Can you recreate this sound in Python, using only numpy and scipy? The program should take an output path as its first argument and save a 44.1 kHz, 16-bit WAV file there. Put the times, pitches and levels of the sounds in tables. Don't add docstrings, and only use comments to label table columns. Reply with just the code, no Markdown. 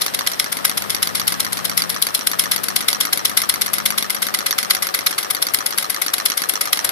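import sys
import numpy as np
from scipy import signal
from scipy.io import wavfile
from scipy.ndimage import uniform_filter1d

SR = 44100
rng = np.random.default_rng(int(sys.argv[2]) if len(sys.argv) > 2 else 0)


def voltage_ratio(level):
    return 10 ** (np.asarray(level, float) / 20)


def generate_wav(sig):
    pcm = np.round(np.clip(np.atleast_2d(sig).T, -1, 1) * 32767).astype(np.int16)
    wavfile.write(sys.argv[1], SR, pcm)


N = 304731

# (frequency [Hz], width [Hz], level [dB], left minus right [dB])
KNOCK_MODES = [(1268, 160, -9.5, 35), (2010, 170, -5, 0.5), (1544, 290, -8.5, 4), (3490, 524, 0.5, -4.5),
               (3800, 170, -3, 2), (4113, 170, 4, -6), (4733, 576, -4.5, -17), (5157, 540, -0.5, -6),
               (5970, 1640, -11, -14), (9620, 1050, -12.5, 4), (10380, 636, -0.5, 37), (11150, 330, -2, 25),
               (12400, 1700, -12, 17), (14440, 2800, -12, 11)]
# (frequency [Hz], width [Hz], level [dB], left minus right [dB])
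TICK_MODES = [(1314, 516, 6, -2.5), (2035, 217, 8, -3), (3800, 570, 2.5, 1.5), (4550, 330, 9.5, -8.5),
              (5490, 620, 2, -5.5), (8670, 540, -15, 11.5), (11130, 900, 0, 28), (11490, 1030, 0, 14),
              (12900, 300, -5.5, 8), (15400, 900, -8.5, 12)]
# (frequency [Hz], width [Hz], level [dB], left minus right [dB])
SNAP_MODES = [(1200, 260, -6, 4), (1700, 200, -3, 3), (1420, 300, -7, 2), (3400, 400, -6, -1),
              (4220, 220, 0, -5), (5600, 400, -1, -12), (4900, 1500, -5, -7), (7900, 600, -2, 8),
              (10800, 2500, 0, 19), (13500, 1500, -8, 14)]
# (wire rise [s], rise [s], burst [s], tail [s], tail level [dB],
# bounces (time later [s], level [dB]))
FALL_BACK = (.001, .0005, .0017, .012, -18, [(.006, -14)])


def crank():
    touch, knock, rub, back, snap = turns()
    snap = snap[:-1]
    tick = knock - [.0024, 7.0, 0, 0]
    rattle = chatter(uneven_db=3.5, bounce_db=2.5, bounce_rate=260)
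    scrape = chatter(uneven_db=5.0, bounce_db=-4.0, bounce_rate=61)

    touch_shape = blow(0.0026, 0.0013, 0.0062, 0.0068, -34.0)
    tick_shape = blow(0.0013, .1, 0.0036, 0.0061, -4)
    knock_shape = blow(0.0004, 0.00089, 0.0027, 0.02, -16.5, [(.0265, -21)])
    snap_shape = blow(0.00056, 0.00037, 0.0023, 0.0064, -11.0, [(.009, -9.5), (.019, -13.5)])

    out = contact(touch, TICK_MODES, touch_shape, rattle, trim_db=(15, 13, 13))
    out += contact(tick, [(12000, 940, 0, 15)], tick_shape, rattle, trim_db=(12, 0, 0))
    out += contact(knock, KNOCK_MODES, knock_shape, rattle, trim_db=(16.3, 15, 19))
    out += contact(back, TICK_MODES, blow(*FALL_BACK), rattle, trim_db=(19, 16, 15))
    out += contact(snap, SNAP_MODES, snap_shape, rattle, trim_db=(10, 14, 17))
    out += contact(rub, KNOCK_MODES, stroke(length_s=.06), scrape, trim_db=(8, 9, 12))

    snaps = snap[:, 0]
    flaps = np.concatenate([snaps + 0.001007, snaps + .0098, snaps + .0205])
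    flaps = flaps + rng.normal(0, .0007, len(flaps))
    wire_view_db = in_time(VIEW)[0]
    out += voltage_ratio(.5 * wire_view_db) * thuds(flaps, hz=1210, width=240, level_db=13, pan_db=11.0)

    out += thuds(back[:, 0] - .002, hz=258, width=117, level_db=15, pan_db=8.5)
    knocks = knock[:, 0]
    pushes = np.concatenate([knocks - .003, knocks + 0.013, knocks + 0.031])
    return out + thuds(pushes, hz=710, width=960, level_db=-17, pan_db=0.0)


# (turns made [turns], time the diaphragm snaps over [s])
FLYWHEEL = [(0, .0806), (14, 1.8377), (28, 3.5575), (42, 5.2465), (55, 6.7906)]
# (time [s], blow [dB], slide [dB], fall back [dB])
SQUARE = [(0.0168, -7.5, -25, -20), (0.1447, -10.5, -38, -20), (0.271, -7.5, -29, -23),
          (0.396, -7.5, -26, -25), (0.9022, -11, -23, -18), (1.0275, -6.5, -27, -20),
          (1.1522, -10, -19, -17.5), (1.402, -8.5, -35, -21.5), (1.6515, -10, -34, -21),
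          (2.5156, -6.5, -16.5, -17.5), (2.7611, -5.5, -24, -18), (2.8833, -5.5, -16.5, -17.5),
          (3.007, -6, -19.5, -18.5), (3.1298, -7, -28, -18.5), (3.2522, -4.5, -28, -22),
          (3.495, -7, -25, -18), (3.6166, -7, -33, -17.5), (3.859, -6, -25, -19), (3.9809, -8, -22, -21),
          (4.3443, -9, -30, -21), (4.4642, -10.5, -22, -17.5), (4.585, -10, -20, -20),
          (4.706, -3.5, -33, -17.5), (5.0659, -5, -36, -20), (5.4238, -9.5, -37, -20.5),
          (6.0187, -13, -22, -18.5), (6.1372, -8.5, -34, -19), (6.257, -5, -31, -18),
          (6.3756, -11.5, -20, -20), (6.7293, -5.5, -26, -22)]
# (time [s], blow [dB], slide [dB], fall back [dB])
GLANCING = [(0.524, -9.5, -38, -22.5), (0.6497, -1.5, -24, -19.5), (.7756, -8.5, -31, -23.5),
            (1.2775, -5, -20.5, -18), (1.528, -12, -27, -20), (1.775, -4, -16, -19.5),
            (1.899, -12.5, -23, -23.5), (2.0225, -4, -25, -19.5), (2.1475, -4, -29.5, -25.5),
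            (2.2694, -4, -35, -21.5), (2.3935, -2, -20, -19.5), (2.639, -12.5, -26, -18),
            (3.373, -1.5, -17.5, -16.5), (3.738, -12, -20, -18), (4.103, -12, -24, -18.5),
            (4.225, -9, -20, -19), (4.8268, -12, -19.5, -20.5), (4.9464, -8, -22, -20.5),
            (5.185, -10, -23, -21.5), (5.3066, -8, -38, -20), (5.5433, -4, -26.5, -23),
            (5.6627, -9, -28, -22), (5.783, -7.5, -20, -19.5), (5.9006, -15.5, -24, -22.5),
            (6.4937, -7, -26, -23), (6.6117, -8.5, -22, -19.5), (6.8463, -10, -23, -18.5)]
# (time [s], wire [dB], can [dB], diaphragm [dB])
VIEW = [(0, -9, 0.5, 2), (.7, -4.5, 0, -5), (1.2, -3, -0.5, -1.5), (2.1, -2, -4.5, 0.5), (3, 0.5, 0.5, 0),
        (3.8, 3, 1, -2.5), (4.5, -2.5, 4.5, 0.5), (5.1, -2, 3, -0.5), (5.6, 3.5, -0.5, .5),
        (6.1, 0, 1, 2.5), (6.4, 2.5, 0, 4), (6.91, 2, 3, 3.5)]


def turns():
    square_can_db, glancing_can_db = -2.5, -6.5
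    touch_lead_turns, touch_jitter_s, fall_lead_s = .557, .001, .0183
    uneven_db = 1.3

    square = [(*row, square_can_db) for row in SQUARE]
    glancing = [(*row, glancing_can_db) for row in GLANCING]
    s, blow_db, slide_db, fall_db, ring_db = np.array(sorted(square + glancing)).T
    clock = np.poly1d(np.polyfit(*np.transpose(FLYWHEEL), deg=4))
    made = np.arange(len(s))
    view_s, *views = np.transpose(VIEW)
    wire, can, skin = (np.interp(s, view_s, column) for column in views)
    luck = rng.standard_normal((len(s), 9)).T
    vary = uneven_db * luck

    touch_can = -24.0 + can + vary[1]
    touch = [clock(made - touch_lead_turns) + touch_jitter_s * luck[8],
             -18.0 + wire + 1.3 * vary[0],
             touch_can,
             touch_can - 8.0]
    knock = [s,
             blow_db,
             blow_db + ring_db,
             blow_db + 0.45 * ring_db - 9.5 + can + 0.99 * vary[2]]
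    rub = [s + .021, slide_db, slide_db - 4.5, slide_db - 6.0]
    back = [clock(made) - fall_lead_s,
            fall_db - .4 - 0.13 * wire + 0.36 * vary[3],
            fall_db - .8 - 0.32 * wire - .4 * vary[3],
            fall_db - 9.0]
    snap = [clock(made),
            -33.0 + 2.1 * skin + 1.2 * vary[4] + vary[5],
            -20.0 + skin + vary[4],
            -24.5 + 0.48 * skin + 0.43 * vary[4] + 0.55 * vary[6]]
    return [np.transpose(rows) for rows in (touch, knock, rub, back, snap)]


def contact(rows, modes, shape, source, trim_db):
    base_top_hz, can_top_hz = 2600, 7400
    rows, out = np.array(rows), np.zeros((2, N))
    at = np.clip((rows[:, 0] * SR).astype(int), 0, N - 1)
    opposed = .5 * source[0] * [[1], [-1]] + 1.873 * source
    fed = []
    for part, feed in enumerate([source, source, opposed]):
        strength = np.zeros(N)
        strength[at] = voltage_ratio(rows[:, 1 + part] + trim_db[part])
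        fed.append(feed * shape(strength, part))
    for hz, width, level_db, pan_db in modes:
        ports = voltage_ratio([[level_db + min(pan_db, 0)], [level_db + min(-pan_db, 0)]])
        part = int(hz < can_top_hz) + int(hz < base_top_hz)
        out += ports * resonance(fed[part], hz, width * 1.772)
    return out


def chatter(uneven_db, bounce_db, bounce_rate):
    unevenness = np.minimum(rng.exponential(1, N), 4)
    clicks = rng.standard_normal((2, N)) * voltage_ratio(uneven_db * unevenness)
    clicks = clicks * voltage_ratio(bounce_db * drift(bounce_rate))
    return clicks / np.sqrt(uniform_filter1d(clicks ** 2, size=350))


def blow(wire_rise_s, rise_s, burst_s, tail_s, tail_db, bounces=()):
    def shape(strength, part):
        struck = strength + sum(voltage_ratio(db) * np.roll(strength, int(s * SR)) for s, db in bounces)
        hit = one_pole(struck, burst_s) + voltage_ratio(tail_db) * one_pole(struck, tail_s)
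        rise = rise_s if part else max(wire_rise_s, .001)
        return one_pole(hit, rise) / (rise * SR)
    return shape


def stroke(length_s):
    swell = np.hanning(int(length_s * SR))
    return lambda strength, part: signal.oaconvolve(strength, swell, "same")


def thuds(times, hz, width, level_db, pan_db):
    pushes = np.full(N, 1e-18)
    at = np.clip((times * SR).astype(int), 0, N - 1)
    pushes[at] = voltage_ratio(level_db + 2.0 * rng.standard_normal(len(times)))
    return resonance(pushes, hz, width) * voltage_ratio([[pan_db / 2], [-pan_db / 2]]) * [[1], [-1]]


# (time [s], shaft rate [turns per s])
SHAFT = [(0, 20.3), (1, 20.7), (1.8, 21.35), (2.55, 21.9), (3.1, 22.6), (3.7, 23.5), (3.95, 24),
         (4.4, 24.4), (6.91, 24.5)]
# (time [s], level [dB])
HUM = [(0, -49), (.7, -47.5), (1.2, -42.5), (1.85, -43.5), (2.15, -53.5), (2.55, -41.5), (3.1, -44.5),
       (3.7, -44.5), (3.95, -45.5), (4.4, -48), (6.91, -68)]
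# (frequency [Hz], level [dB])
HUM_COLOUR = [(80, -18), (106, -7), (140, -15), (172, 1), (185, -5), (195, -1), (213, 0), (228, -7),
              (340, -12)]


def fan():
    rate, hum_db = in_time(SHAFT)[0], in_time(HUM)[0]
    phase = 2 * np.pi * np.cumsum(rate) / SR
    hum = 0
    for k, swell in enumerate(drift(1.16, channels=12), 4):
        hum = hum + voltage_ratio(at_hz(HUM_COLOUR, k * rate) + 3.7 * swell) * np.sin(k * phase + k * k)
    return voltage_ratio(hum_db + 3.5) * hum * voltage_ratio([[3.5], [-3.5]]) * [[1], [-1]]


# (frequency [Hz], width [Hz], level [dB])
AIR_TONES = [
    (555, 24, -24),
    (752, 28, -23),
]


def draught():
    white = rng.standard_normal(N)
    tones = sum(voltage_ratio(db) * resonance(white, hz, width) for hz, width, db in AIR_TONES)
    can_view_db = in_time(VIEW)[1]
    return tones * voltage_ratio(1.3 * can_view_db) * voltage_ratio(10.0) * [[1], [-.3]]


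# (time [s], level [dB])
AIR = [
    (0.0, -43),
    (6.7, -44.5),
    (6.91, -39.5),
]
# (frequency [Hz], level [dB per Hz])
AIR_COLOUR = [(20, -40), (40, -21), (90, -9), (160, -3), (264, -0.5), (354, 0), (529, 5), (927, 2),
              (1670, 1.5), (2700, -7.5), (4200, -2.5), (7000, -23), (11500, -11.5), (14500, -15)]
# (frequency [Hz], left minus right [dB])
AIR_BALANCE = [(60, 8), (380, 9.5), (700, 1.5), (2400, 2), (4400, -1.5), (6500, -4), (8500, 20.5),
               (11000, 12.5)]
# (frequency [Hz], likeness [-1 to 1])
LIKENESS = [(60, -0.28), (380, -0.71), (2380, 0.041), (15000, -0.23)]


def air(patchy_db):
    out, edges = 0, 22 * 2 ** np.arange(0, 9.6, .5)
    white, flicker = rng.standard_normal((2, 2, N)), drift(11.0, channels=4)
    for k, (low, high) in enumerate(zip(edges, edges[1:])):
        band = signal.butter(2, [low, high], "band", fs=SR, output="sos")
        mid, side = signal.sosfilt(band, white[k % 2])
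        hz = np.sqrt(low * high)
        alike = np.clip(at_hz(LIKENESS, hz), -1, 1)
        level_db = at_hz(AIR_COLOUR, hz) + patchy_db * flicker[k % 4]
        port_db = at_hz(AIR_BALANCE, hz) / 2 * np.array([[1], [-1]])
        ports = np.sqrt(1 + alike) * mid + np.sqrt(1 - alike) * side * [[1], [-1]]
        out = out + voltage_ratio(level_db + port_db) * ports
    return voltage_ratio(in_time(AIR)[0] + 13.0) * rms_one(out)


def resonance(x, hz, width):
    r = np.exp(-np.pi * width / SR)
    section = [(1 - r * r) / 2, 0, (r * r - 1) / 2, 1, -2 * r * np.cos(2 * np.pi * hz / SR), r * r]
    return signal.sosfilt([section, section], x)


def one_pole(x, seconds):
    return signal.lfilter([1], [1, -np.exp(-1 / (max(seconds, 1e-5) * SR))], x)


def drift(rate, channels=1):
    white = rng.standard_normal((channels, N // 16 + 2002))
    seconds = 1 / (32 * np.pi * rate)
    slow = one_pole(one_pole(white, seconds), seconds)
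    slow = rms_one(slow[:, 2000:])
    return np.array([np.interp(np.arange(N) / 16, np.arange(len(row)), row) for row in slow])


def rms_one(x):
    return x / np.sqrt(np.mean(x ** 2) + 1e-20)


def in_time(rows):
    s, *columns = np.transpose(rows)
    return [np.interp(np.arange(N) / SR, s, c) for c in columns]


def at_hz(points, hz):
    point_hz, value = np.transpose(points)
    return np.interp(np.log(hz), np.log(point_hz), value)


def scene():
    return crank() + fan() + draught() + air(patchy_db=.7)


def band_limit(x):
    return signal.sosfilt(signal.butter(12, 15570, fs=SR, output="sos"), x)


def record(dry):
    overloaded = dry + 0.035 * dry ** 2
    top_cut = signal.ellip(6, .5, 30, 14550, fs=SR, output="sos")
    mix = np.clip(signal.sosfilt(top_cut, overloaded), -1, 1)
    return band_limit(mix)


dry = scene()
out = record(dry)
generate_wav(out)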